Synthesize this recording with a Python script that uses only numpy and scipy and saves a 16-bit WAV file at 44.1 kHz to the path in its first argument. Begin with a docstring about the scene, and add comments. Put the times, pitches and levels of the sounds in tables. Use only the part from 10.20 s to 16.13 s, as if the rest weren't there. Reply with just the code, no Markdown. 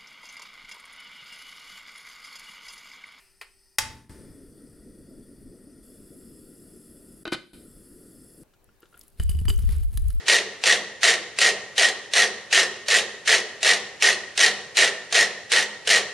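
"""A hard-walled room opens on the dying tail of an earlier beat, over faint, steady ventilation.
Then thirty-two small plastic metronomes, swinging almost in step on a hanging board, tick sixteen beats.
Each beat swells out of a faint hiss into a tenth of a second of clatter: every escapement cracks,
rings its case near 1.9 kHz and knocks on the board. The room answers with a short tail and a low boom."""
import sys
import numpy as np
from scipy import signal
from scipy.fft import rfft, irfft, next_fast_len
from scipy.io import wavfile

SR = 44100
rng = np.random.default_rng(int(sys.argv[2]) if len(sys.argv) > 2 else 0)


def materialize(psi):
    """Save the field psi as 16-bit PCM at rate SR to the path in sys.argv[1].

    A 1-D psi becomes a single channel; in a 2-D psi each row is a channel.
    """
    bounded = np.clip(np.atleast_2d(psi).T, -1, 1)
    quanta = np.round(bounded * 32767).astype(np.int16)
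    wavfile.write(sys.argv[1], SR, quanta)


N = 261513
TICK_T = np.arange(4096) / SR
TICK_HZ = np.fft.rfftfreq(len(TICK_T), 1 / SR)


def amp(db):
    """Decibels to gain."""
    return 10 ** (np.asarray(db) / 20)


def curve(points, hz):
    """Reads a table along a log-frequency axis."""
    f, value = np.transpose(points)
    return np.interp(np.log(hz + 1), np.log(f + 1), value)


def unit(x):
    """Scales each row to an energy of one."""
    return x / np.linalg.norm(x, axis=-1, keepdims=True)


def colour(x, eq):
    """A causal EQ of unit energy: its table sets only the tone."""
    log_gain = np.log(amp(curve(eq, abs(np.fft.fftfreq(4096, 1 / SR)))))
    taps = np.fft.ifft(np.exp(np.conj(signal.hilbert(log_gain)))).real
    return signal.oaconvolve(x, unit(taps[:len(taps) // 2])[None], axes=1)[:, :N]


# Stereo image of the room at full width: f/Hz, correlation between the microphones
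ROOM_IMAGE = [(100, 0.59), (300, 0.91), (600, 1), (1200, 1), (1900, 0.77), (3000, 0.8), (4500, 0.28),
              (7000, -0.27), (12000, -0.41)]
def pair(x, width=0.63):
    """Blends two unrelated channels until they are as alike as at two close microphones."""
    size = next_fast_len(x.shape[1])
    a, b = rfft(x, size)
    apart = np.clip(width * (1 - curve(ROOM_IMAGE, np.fft.rfftfreq(size, 1 / SR))) / 2, 0, 1)
    mid, side = a * np.sqrt(1 - apart), b * np.sqrt(apart)
    return irfft([mid + side, mid - side], size)[:, :x.shape[1]]


# EQ of the opening tail, peaking where board and cases ring: f/Hz, level/dB
TAIL_EQ = [(100, -22), (300, -9), (430, 8), (1000, -10), (1600, -5), (1860, 8), (2200, -8),
           (5000, -8), (11000, -24)]
def opening_tail(db=-42, t60=1.0):
    """Fading noise: an earlier beat is still dying in the room."""
    noise = pair(rng.standard_normal((2, N)))
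    return colour(noise, TAIL_EQ) * amp(db - 60 * np.arange(N) / SR / t60)


# EQ of the air bed: f/Hz, level/dB
AIR_EQ = [(20, -23), (45, -15), (80, 0), (160, 0), (280, -4), (450, 5.5), (1000, -3.5), (3000, -4.5),
          (7000, -12.5), (12000, -23.5)]
def ventilation(db=-50, side_db=-6):
    """A steady, soft rush of air."""
    mid, side = colour(rng.standard_normal((2, N)), AIR_EQ)
    return amp(db) * (mid + amp(side_db) * np.array([side, -side]))


# The pulse, forward and back swing in turn, cued on the first strike: t/s, level/dB
BEATS = [(.082, 1), (.438, -1), (.832, 0.5), (1.1871, -0.5), (1.5797, .5), (1.9356, -0.5), (2.3271, 1),
         (2.6836, -0.5), (3.0753, 0.5), (3.4297, 0), (3.8236, 0.5), (4.1762, -0.5), (4.5702, 1),
         (4.9253, -0.5), (5.3183, 0), (5.674, 0)]
# Foreground metronomes, a row each, relative to the beat:
# t/s, crack level/dB, ring level/dB on the forward swing, then the same on the back swing
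NEAR_STRIKES = [(0, -14.5, -18, 0, -16, -25), (.007, -18, -25, .018, -18, -19.5),
                (0.0176, -17, -16.5, .027, -17.5, -20), (.026, -22.5, -22, .0315, -17, -26),
                (.032, -20.5, -22, .036, -16.5, -17), (.041, -18.5, -19.5, .047, -17, -18.5),
                (.046, -20, -29, .057, -17.5, -18.5), (0.0517, -19.5, -15, .063, -17, -14),
                (0.06, -23.5, -25, .073, -18.5, -14.5), (.065, -20.5, -19, .084, -16, -17.5),
                (.073, -20.5, -29, .095, -31.5, -19), (0.105, -23.5, -22, .103, -21, -25)]
def near_ticks(wander_s=.002, uneven_db=2):
    """The first metronome leads; the others stray a little. Gives times, crack and ring levels."""
    patterns = np.hsplit(np.array(NEAR_STRIKES), 2)
    follows = np.arange(len(NEAR_STRIKES)) > 0
    uneven = uneven_db * follows
    ticks = []
    for k, (start, db) in enumerate(BEATS):
        lag, crack, ring = patterns[k % 2].T
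        stray, crack_luck, ring_luck = rng.uniform(-1, 1, (3, len(NEAR_STRIKES)))
        times = start + follows * (lag + wander_s * stray)
        ticks.append([times, db + crack + uneven * crack_luck, db + ring + uneven * ring_luck])
    return np.hstack(ticks)


def lead_in_hiss(ticks, swell_s=0.026, hiss_db=-20.5):
    """A faint hiss in the crack's colour swells into each near tick and softens its attack."""
    t, envelope = np.arange(N) / SR, np.zeros(N)
    for s, crack_db, _ in ticks.T:
        span = slice(round((s - swell_s) * SR), round(s * SR))
        envelope[span] += amp(crack_db + hiss_db) * np.sqrt(abs(1 - (s - t[span]) / swell_s))
    return colour(pair(rng.standard_normal((2, N))) * envelope, CRACK_EQ)


def decay(t60):
    """The envelope of a struck part."""
    return amp(-60 * TICK_T / t60)


def place(times, db, sounds, bearing, pan_db, mic_delay_s=1.8e-5):
    """Lays one hit at each time, panned to its bearing by delay and level."""
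    gain = amp(db) * np.sqrt(.003 * SR)  # level as if the energy fell within 3 ms
    spectra = rfft(unit(sounds) * gain[:, None])
    lead = np.exp(1j * np.pi * mic_delay_s * bearing[:, None] * TICK_HZ)
    pan = lead * amp(pan_db * bearing[:, None])
    hits = irfft(np.stack([spectra * pan, spectra / pan], 1))
    fade = np.cos(np.pi / 2 * TICK_T / TICK_T[-1])
    out = np.zeros((2, N + SR))
    for s, hit in zip(times, hits):
        start = max(round(s * SR), 0)
        out[:, start:start + len(TICK_T)] += hit * fade
    return out[:, :N]


# Bright EQ of the escapement's crack: f/Hz, level/dB
CRACK_EQ = [(60, -51), (250, -30.5), (600, -7), (1050, -14), (1500, -3.5), (2200, 0), (2950, 2.5),
            (3450, -1), (4100, 1), (5000, -4), (5800, -2), (6500, -5), (8600, -7.5), (11000, -19.5)]
def cracks(times, db, bearing, rise_s=0.00019, snap_t60=0.029, rattle_t60=0.05, rattle_db=-13):
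    """The pallet hits the escape wheel: a hard snap, then the works rattle briefly."""
    grain = rng.standard_normal((len(times), len(TICK_T)))
    attack = 1 - np.exp(-TICK_T / rise_s)
    burst = grain * attack * (decay(snap_t60) + amp(rattle_db) * decay(rattle_t60))
    return colour(place(times, db, burst, bearing, pan_db=-1.0), CRACK_EQ)


# Ringing modes of a plastic case: f/Hz, level/dB, t60/s
CASE_MODES = [(1836, -1, 0.04), (1908, -2.5, 0.061), (2052, -4, 0.021), (1498, -23.5, 0.044)]
def case_rings(times, db, bearing, detune=.013, low_cut_hz=900):
    """Each case rings a little off its neighbours; it is too small to radiate bass."""
    chance = rng.standard_normal((len(times), len(CASE_MODES), 2))
    ring = 0
    for k, (hz, mode_db, t60) in enumerate(CASE_MODES):
        own_hz = hz * (1 + detune * chance[:, k, :1])
        polarity = np.sign(chance[:, k, 1:])
        ring = ring + polarity * amp(mode_db) * decay(t60) * np.sin(2 * np.pi * own_hz * TICK_T)
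    low_cut = signal.butter(2, low_cut_hz, "high", fs=SR, output="sos")
    return signal.sosfilt(low_cut, place(times, db, ring, bearing, pan_db=3.0))


# Low-mid body of the board: f/Hz, level/dB
BOARD_EQ = [(50, -45), (110, -32), (155, -16), (305, -19.5), (385, -0.5), (425, 0), (520, 0), (610, -1),
            (710, -0.5), (850, -8.5), (1400, -19.5), (3000, -50)]
# Tick-tock EQ, added on the higher back swing, subtracted on the forward swing: f/Hz, level/dB
TOCK_EQ = [(200, 0.5), (320, -2), (450, -1), (680, 1), (1000, -0.5)]
def board_knocks(times, db, bearing, t60=0.097, rise_s=0.00097):
    """The blow goes through the feet into the many low modes of the board."""
    swing = np.repeat(np.resize([-1, 1], len(BEATS)), len(times) // len(BEATS))  # -1 forward, +1 back
    grain = rng.standard_normal((len(times), len(TICK_T)))
    thud = grain * decay(t60) * (1 - np.exp(-TICK_T / rise_s))
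    thud = irfft(rfft(thud) * amp(swing[:, None] * curve(TOCK_EQ, TICK_HZ)))
    return colour(place(times, db, thud, bearing, pan_db=2.0), BOARD_EQ)


def near_metronomes(ticks, crack_db=2.0, knock_db=-31.0):
    """Twelve foreground ticks stand out from each beat's clatter."""
    times, crack, ring = ticks
    bearing = rng.uniform(-1.2, 1, len(times))
    return (cracks(times, crack + crack_db, bearing) + case_rings(times, ring, bearing)
            + board_knocks(times, np.full(len(times), knock_db), bearing))


def far_metronomes(count=20, db=-24.5, crack_db=3.0, ring_db=-1, knock_db=-9.5, cluster_s=.081):
    """The background crowd fills each beat with a cluster of ticks, then softer stragglers."""
    start, beat_db = np.transpose(BEATS)[:, :, None]
    lag_s = np.resize((.004, .024), start.shape)  # forward, back swing
    jitter, scatter, side = np.moveaxis(rng.uniform(-1, 1, (len(BEATS), count, 3)), 2, 0)
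    lateness = 1.5 * (np.arange(count) + (1 + jitter) / 2) / count  # in cluster lengths
    times = (start + lag_s + cluster_s * lateness).ravel()
    straggler_db = -12 * np.clip((lateness - .95) / 0.33, 0, 1)
    level = (db + beat_db + 2 * scatter + straggler_db).ravel()
    bearing = side.ravel()
    return (cracks(times, level + crack_db, bearing) + case_rings(times, level + ring_db, bearing)
            + board_knocks(times, level + knock_db, bearing))


def reflections(t60_points, predelay_s, width, density=.12, frame=256):
    """Sparse echoes of random sign, each band dying at its own speed."""
    taps = rng.choice([-1., 1.], (2, SR)) * (rng.random(SR) < density)
    taps *= np.arange(SR) > predelay_s * SR
    hz, t, bands = signal.stft(pair(taps, width), SR, nperseg=frame)
    bands = bands * amp(-60 * t / curve(t60_points, hz)[:, None])
    return unit(signal.istft(bands, SR, nperseg=frame)[1])


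# Decay of the room's reverb: f/Hz, t60/s
REVERB_DECAY = [(100, 1), (220, 0.67), (500, 0.73), (1100, 0.62), (1850, 0.82), (3700, 0.67), (7000, 0.77),
                (11000, .5)]
# Warm EQ of that reverb: f/Hz, level/dB
REVERB_EQ = [(100, 5), (210, 11.5), (420, 8), (700, 3.5), (1100, 8), (1500, -2.5), (1850, -1), (2400, -3),
             (3500, -0.5), (7000, -3), (11000, -3)]
def room(dry, early_db=-3.5, early_t60=0.15, tail_db=-10.0, crossfade_s=.012, count=8):
    """Quick echoes from the frame and the floor ahead, then a wide tail."""
    wet = 0
    tail_eq = amp(curve(REVERB_EQ, np.fft.rfftfreq(2 * SR, 1 / SR)))
    turn = np.arange(N) / SR / crossfade_s
    for k in range(count):
        # successive ticks come from different places on the board, each with its own echoes
        send = np.sin(np.pi / 2 * np.minimum((turn - k) % count, 2))
        early = reflections([(100, early_t60), (10000, early_t60)], predelay_s=0.0022, width=0.028)
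        tail = reflections(REVERB_DECAY, predelay_s=0.019, width=1)
        tail = irfft(rfft(tail, 2 * SR) * tail_eq)
        response = amp(early_db) * early[:, :SR] + amp(tail_db) * tail[:, :SR]
        wet = wet + signal.fftconvolve((dry * send)[None], response, axes=1)[:, :N]
    return wet


def boom(hz=210, db=-52.0, swell_s=0.09, delay_s=.035, detune=0.029, back_swing_db=3):
    """A low room resonance blooms after each beat and dies away, stronger on the back swing."""
    t, out = np.arange(N) / SR, np.zeros(N)
    for k, (s, _) in enumerate(BEATS):
        offset, phase = rng.uniform(-1.07, 1, 2)
        span = (t > s + delay_s) & (t < s + 1)
        age = t[span] - s - delay_s
        envelope = (age / swell_s) ** 2 * np.exp(2 * (1 - age / swell_s))
        tone = np.sin(2 * np.pi * hz * (1 + detune * offset) * age + np.pi * phase)
        out[span] += amp(db + back_swing_db * (k % 2)) * envelope * tone
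    return out


def scene():
    """The mix: all the metronomes in their room, over the air bed."""
    ticks = near_ticks()
    direct = near_metronomes(ticks) + far_metronomes() + lead_in_hiss(ticks)
    return direct + room(direct.mean(0)) + boom() + opening_tail() + ventilation()


def record(dry, balance_db=-0.3, ceiling=0.94, notch_hz=7900, notch_width_hz=230, high_cut_hz=11550):
    """A soft clip rounds the peaks; the treble gets a narrow notch and a steep high cut."""
    balanced = dry * amp([[balance_db / 2], [-balance_db / 2]])
    rounded = ceiling * np.tanh(balanced / ceiling)
    edges = [notch_hz - notch_width_hz / 2, notch_hz + notch_width_hz / 2, high_cut_hz]
    taps = signal.firwin(701, edges, window=("kaiser", 8), fs=SR)
    return signal.oaconvolve(rounded, taps[None], "same", axes=1)


dry = scene()
out = record(dry)
materialize(out)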